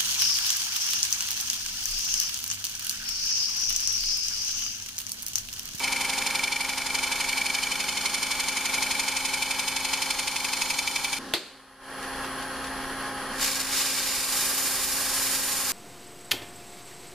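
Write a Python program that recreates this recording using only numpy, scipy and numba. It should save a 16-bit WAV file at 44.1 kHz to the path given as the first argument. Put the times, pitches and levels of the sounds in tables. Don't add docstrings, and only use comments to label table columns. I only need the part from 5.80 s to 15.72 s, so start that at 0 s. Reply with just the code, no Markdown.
import sys
import numpy as np
from scipy import signal
from scipy.fft import rfft, irfft
from scipy.io import wavfile
from scipy.ndimage import uniform_filter1d
from numba import njit

SR = 44100
rng = np.random.default_rng(int(sys.argv[2]) if len(sys.argv) > 2 else 0)


def master(y):
    cut = np.clip(np.atleast_2d(y).T, -1, 1)
    pcm = np.round(cut * 32767)
    wavfile.write(sys.argv[1], SR, pcm.astype(np.int16))


N = 437472
T = np.arange(N) / SR
SIZE = 2 ** 14
FREQ = np.maximum(np.arange(SIZE // 2 + 1) * SR / SIZE, 1)
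SPINDLE_HZ = 11.72
SCRAPE_END_S = 5.388


def undb(db):
    return 10 ** (np.asarray(db) / 20)


def noise():
    return rng.standard_normal((2, N))


def walk(rate_hz):
    knots = rng.standard_normal(2000)
    return 1.2 * np.interp(T * rate_hz, np.arange(len(knots)), knots)


def fade(t, t60):
    return (t >= 0) * undb(-60 * np.maximum(t, 0) / t60)


def swell(start_s, rise_s):
    progress = np.clip((T - start_s) / rise_s, 0, 1)
    return .5 - .5 * np.cos(np.pi * progress)


def shape(points, modes=()):
    hz, db = np.transpose(points)
    slope = np.interp(np.log(FREQ), np.log(hz), db)
    return slope + sum(lift / (1 + (2 * (FREQ - f) / width) ** 2) for f, width, lift in modes)


def band(low_hz, high_hz):
    edges = (1 + (low_hz / FREQ) ** 20) * (1 + (FREQ / high_hz) ** 20)
    return np.maximum(-10 * np.log10(edges), -70)


def ripple(spacing_hz):
    knots = rng.standard_normal(4000)
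    return np.interp(FREQ / spacing_hz, np.arange(len(knots)), knots)


def colour(x, db):
    cepstrum = irfft(db * np.log(10) / 20)
    cepstrum[1:SIZE // 2] *= 2
    cepstrum[SIZE // 2 + 1:] = 0
    impulse = irfft(np.exp(rfft(cepstrum)))
    y = signal.oaconvolve(x, impulse[None], axes=1)[:, :N]
    return y / np.std(y[0])


def surface(memory):
    keep = np.clip(memory, 0, .99)
    turn = round(SR / SPINDLE_HZ)
    passes = rng.standard_normal((N // turn + 1, 2, turn))
    for k in range(1, len(passes)):
        passes[k] = keep * passes[k - 1] + np.sqrt(1 - keep ** 2) * passes[k]
    return np.hstack(passes)[:, :N]


def patch(angle, rise, fall):
    away = (T * SPINDLE_HZ - angle + .5) % 1 - .5
    return np.exp(-.5 * (away / np.where(away < 0, rise, fall)) ** 2)


def tones(lines, waver_db, drift_hz):
    total = 0
    for hz, db in lines:
        level = undb(db + waver_db * walk(6)) * np.sqrt(2)
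        cycles = np.cumsum(hz + drift_hz * walk(5)) / SR + rng.random()
        total = total + level * np.sin(2 * np.pi * cycles)
    return total


def spread(x, width):
    mid, side = x
    side_db = np.interp(np.arange(N // 2 + 1) * SR / N, FREQ, shape(width))
    side = irfft(rfft(side) * undb(side_db), N)
    return np.array([mid + side, mid - side])


# f/Hz, relative level/dB
RUMBLE_COLOUR = [(10, -10), (28, 0), (60, -7), (120, -13), (250, -22), (1000, -45), (4000, -70)]


def rumble():
    working = (T < SCRAPE_END_S) + swell(PUSHES[0][0], rise_s=.4)
    return undb(-49.5) * working * colour(noise(), shape(RUMBLE_COLOUR))


# f/Hz, rms level/dB
HUM_TONES = [(58.7, -58.5), (120, -59), (148.5, -55.5), (177, -66), (209.5, -56), (240, -67), (301, -64),
             (325, -69), (360, -58), (387.5, -52), (513, -56.5), (528.3, -49.5), (563, -69.5)]
# f/Hz, relative rms level/dB
BEARING_LINES = [(705.2, -51), (823.6, -48.5), (888.2, -56.5), (1071, -53.5), (1297, -59), (1502, -59),
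                 (1588, -46), (1626, -55)]
# f/Hz, relative level/dB
RUSH_COLOUR = [(12, -31), (24, -10), (60, -7), (120, -12), (250, -4.5), (1200, -5.5), (1750, -7.5),
               (2100, -11), (3200, -13), (4800, -15.5), (6500, -22), (9500, -20), (14000, -30.5)]
# f/Hz, width/Hz, lift/dB
CASING_MODES = [(29, 17, 11), (100, 45, -5), (167, 43, -8), (270, 100, -6), (666, 140, -5), (807, 44, 3.5),
                (1061, 82, 8.5), (1372, 86, 5.5), (1660, 280, 5.5), (3250, 210, 4.5), (3760, 450, -7.5),
                (4330, 330, 4.5), (7900, 2200, -5)]
# f/Hz, width/Hz, relative level/dB
WHINE_BANDS = [(9400, 200, -17), (10300, 150, -6), (9940, 220, -7), (10150, 100, -4), (10660, 150, -12),
               (10600, 170, -7.5)]
MOTOR_HZ, MOTOR_DB = 266.3, -44.5
DULL_RUSH_DB, DULL_WHINE_DB = -2, -4
OPEN_S, OPEN_LENGTH_S = 5.61, 0.54


def lathe():
    hum = tones([(MOTOR_HZ, MOTOR_DB)] + HUM_TONES, waver_db=0.9, drift_hz=0.34)
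    bearings = undb(-2.5) * tones(BEARING_LINES, waver_db=1.0, drift_hz=2.22)
    turning = surface(memory=0.28) * undb(0.93 * walk(25))
    rush = colour(turning, shape(RUSH_COLOUR, CASING_MODES) + 2.4 * ripple(30))
    whine_power = sum(undb(db) ** 2 / (1 + (2 * (FREQ - f) / width) ** 2) ** 2
                      for f, width, db in WHINE_BANDS)
    whine = colour(noise(), 10 * np.log10(whine_power))
    dulled = 1 - swell(OPEN_S, OPEN_LENGTH_S)
    rush_gain = undb(DULL_RUSH_DB * dulled)
    centred_tones = np.outer([1, 0], hum + rush_gain * bearings)
    whine_gain = undb(-49.0 + DULL_WHINE_DB * dulled)
    return centred_tones + undb(-35.0) * rush_gain * rush + whine_gain * whine


# t/s, level/dB
FINGER_RUSTLES = [(6.228, -38), (6.445, -40), (6.622, -39), (6.76, -46), (6.842, -39), (6.87, -43),
                  (7.262, -47)]


def handling():
    touches = sum(undb(db) * fade(T - s, t60=0.13) for s, db in FINGER_RUSTLES)
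    return touches * colour(noise(), shape([(500, -20), (2500, 4), (6000, -2), (14000, -18)]))


# f/Hz, relative level/dB
SLIDE_COLOUR = [(40, -25), (150, -10), (240, 4), (420, -2), (600, -9), (1100, -24), (1800, -22),
                (3800, -13.5), (4600, -14), (6000, -19), (14000, -36)]
# f/Hz, relative level/dB, t60/s
KNOCK_RING = [(342, -4.5, 0.23), (417, -17, 0.22), (707, -5, 0.097), (1350, -6, .04), (2800, -1, .03),
              (3420, -3.5, 0.047), (3620, -10, .35), (4480, 2, .1)]
# f/Hz, relative level/dB
CRACK_COLOUR = [(30, -50), (150, -20), (380, 1.5), (800, -2.5), (3000, 2), (4400, 6), (5500, -10),
                (14000, -13)]
# f/Hz, relative level/dB
ECHO_COLOUR = [(100, 14), (1000, -4.5), (2500, -3), (3800, -5), (5000, -2), (8000, -0.5), (14000, -12)]
KNOCK_S, KNOCK_DB = 5.5375, 3


def knock():
    t = T - KNOCK_S
    sliding = (T > SCRAPE_END_S) * (t < 0)
    slide = undb(-38) * colour(noise(), shape(SLIDE_COLOUR)) * sliding
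    modes = sum(undb(db) * fade(t, t60) * np.cos(2 * np.pi * hz * t) for hz, db, t60 in KNOCK_RING)
    crack = colour(noise(), shape(CRACK_COLOUR))
    direct = crack * (fade(t, 0.011) + undb(-10.5) * fade(t - .004, 0.11))
    echo = undb(-22.5) * colour(crack, shape(ECHO_COLOUR)) * fade(t - .01, 0.74)
    return slide + undb(KNOCK_DB) * (undb(-14.5) * np.outer([1, 0], modes) + direct + echo)


# t/s, rise/s, bite level/dB, settling time/s, lasting level/dB
PUSHES = [(7.566, 0.088, -27, .13, -31.5), (7.87, 0.167, -30, .3, -32)]
GRAZE_S, GRAZE_RISE_S, GRAZE_DB = 7.48, .1, -42.5


def pressure():
    total = undb(GRAZE_DB) * swell(GRAZE_S, GRAZE_RISE_S)
    for start_s, rise_s, bite_db, settle_s, held_db in PUSHES:
        settling = np.exp(-np.maximum(T - start_s - rise_s, 0) / settle_s)
        total = total + swell(start_s, rise_s) * (undb(held_db) + undb(bite_db) * settling)
    return total


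# f/Hz, relative level/dB
SCRATCH_COLOUR = [(40, -27), (200, -14.5), (400, -5.5), (700, -9.5), (1200, -3), (1700, -3), (2300, 3.5),
                  (2900, -0.5), (3700, 0.5), (4400, 3.5), (5400, 4), (6200, 0), (7100, 1.5), (8200, -4),
                  (9500, -0.5), (11500, -6), (14000, -5.5)]
WEAR_S, WEAR_RISE_S, WEAR_LIFT_DB = 8.19, 0.57, 3.5


def sanding():
    bite_db = WEAR_LIFT_DB * swell(WEAR_S, WEAR_RISE_S)
    flutter = undb(0.77 * walk(28) + 2.3 * walk(253.6))
    rocking = 1 + 0.21 * patch(0.49, 0.068, .07) + 0.32 * patch(0.96, 0.066, .1)
    gripped = surface(memory=0.089) * flutter * rocking
    scratches = colour(gripped, shape(SCRATCH_COLOUR) + 3.15 * ripple(32))
    dull = signal.sosfiltfilt(signal.butter(2, 7500, fs=SR, output="sos"), scratches)
    bright = scratches - dull
    return pressure() * (dull * undb(-.6 * bite_db) + bright * undb(bite_db))


# f/Hz, relative level/dB
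SHAVING_COLOUR = [(40, -27), (120, -18), (200, -4), (400, -17.5), (700, -7.5), (1600, -8.5), (2800, -1.5),
                  (4800, 0.5), (7000, -3), (9600, -6), (11000, -11), (14000, -11)]
# f/Hz, width/Hz, lift/dB
CUT_MODES = [(817, 64, 9.5), (921, 184, 12.5), (1413, 115, 10.5), (2144, 210, 8), (2316, 173, 17),
             (2560, 58, 7), (2850, 75, 2), (3070, 143, 13.5), (3536, 68, 8), (3760, 100, -3.5),
             (4310, 100, 6.5), (5200, 98, 8), (5910, 190, -3.5), (6636, 92, 5.5), (6640, 89, 2),
             (7250, 37, 8), (7730, 600, -5.5), (8640, 210, 6.5), (9240, 160, 5.5), (10060, 150, 6)]
HISS_DB, HISS_DB_PER_S = -28, 0.27
RING_DB, RING_DB_PER_S = -27, -0.33
SING_DB, SING_GROWTH_DB, SING_FULL_S = -45, 6, 3.8
SECOND_DB, SECOND_DB_PER_S = 9.5, -2.07
SHIFT_S, SHIFT_WIDTH_S, SHIFT_DB = 4.75, .22, 5.5


def scraper():
    ring_gain = undb(RING_DB + RING_DB_PER_S * T)
    hiss_gain = undb(HISS_DB + HISS_DB_PER_S * T)
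    shift = np.exp(-.5 * ((T - SHIFT_S) / SHIFT_WIDTH_S) ** 2)
    second_db = SECOND_DB + SECOND_DB_PER_S * T + SHIFT_DB * shift
    second = undb(second_db) * patch(.925, .03, .055)
    body = shape(SHAVING_COLOUR, CUT_MODES) + 1.5 * ripple(35)
    push = 1 + 1.4 * patch(.42, .025, .045) + .5 * patch(.86, .04, .04)
    chatter = 1 + 3 * patch(.475, .045, .08) + second
    tear = 1 + 2.55 * patch(.485, .03, .07) + .45 * patch(.41, .07, .03) + .5 * second
    shaft = colour(surface(memory=0.96) * push, body + band(33, 1700))
    ring = colour(surface(memory=0.875) * chatter, body + band(1540, 2800))
    torn = surface(memory=0.66) * tear * undb(0.52 * walk(190))
    hiss = colour(torn, body + band(3114, 12400))
    steel_db = shape([(3000, -43.5), (4320, -22), (6000, -47.0)], [(4310, 400, 19)]) + band(3440, 4960)
    steel = colour(surface(memory=0.9), steel_db)
    singing = undb(SING_DB + SING_GROWTH_DB * np.minimum(T / SING_FULL_S, 1)) * steel
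    dust = undb(-40) * colour(noise(), band(8000, 18400))
    cut = undb(-34.5) * shaft + ring_gain * ring + hiss_gain * hiss + singing + dust
    return cut * (T < SCRAPE_END_S)


# f/Hz, level/dB
MACHINE_WIDTH = [(30, -5), (120, -9), (300, -16), (1000, -16.5), (2000, -16), (3000, -8.5), (7000, -.5),
                 (14000, 0)]
# f/Hz, level/dB
BOWL_WIDTH = [(250, -11), (1200, -17), (2200, -22), (3000, -14), (4200, -7.5), (7700, -0.5), (14000, -3.5)]


def scene():
    machine = spread(lathe(), MACHINE_WIDTH) + spread(knock() + handling(), MACHINE_WIDTH)
    work = spread(scraper(), BOWL_WIDTH) + spread(sanding(), BOWL_WIDTH)
    stereo = rumble() + machine + work
    lean = undb(np.interp(T, [7.3, 9.2], [0, -.5]))
    return stereo * np.array([lean, 1 / lean])


@njit
def duck(over_db, start_db, attack, hold, release, margin):
    out, cut, wait = np.zeros(len(over_db)), start_db, hold
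    for i in range(len(over_db)):
        wait -= 1 / SR
        if over_db[i] > cut - margin:
            wait = hold
        if over_db[i] > cut:
            cut += (over_db[i] - cut) / (attack * SR)
        elif wait < 0:
            cut -= cut / (release * SR)
        out[i] = cut
    return out


def record(dry):
    follow = 1 / (.009 * SR)
    power = signal.lfilter([follow], [1, follow - 1], np.mean(dry ** 2, axis=0))
    over_db = 10 * np.log10(power + 1e-12) + 23.5
    cut_db = duck(over_db, start_db=4.0, attack=0.00024, hold=0.446, release=0.11, margin=0.34)
    ridden = dry * undb(-uniform_filter1d(cut_db, size=130))
    rounded = ridden / (1 + (ridden / .38) ** 4) ** .25
    top_cut = signal.ellip(14, .2, 70, 14150, fs=SR, output="sos")
    return signal.sosfilt(top_cut, rounded)


dry = scene()
out = record(dry)
master(out)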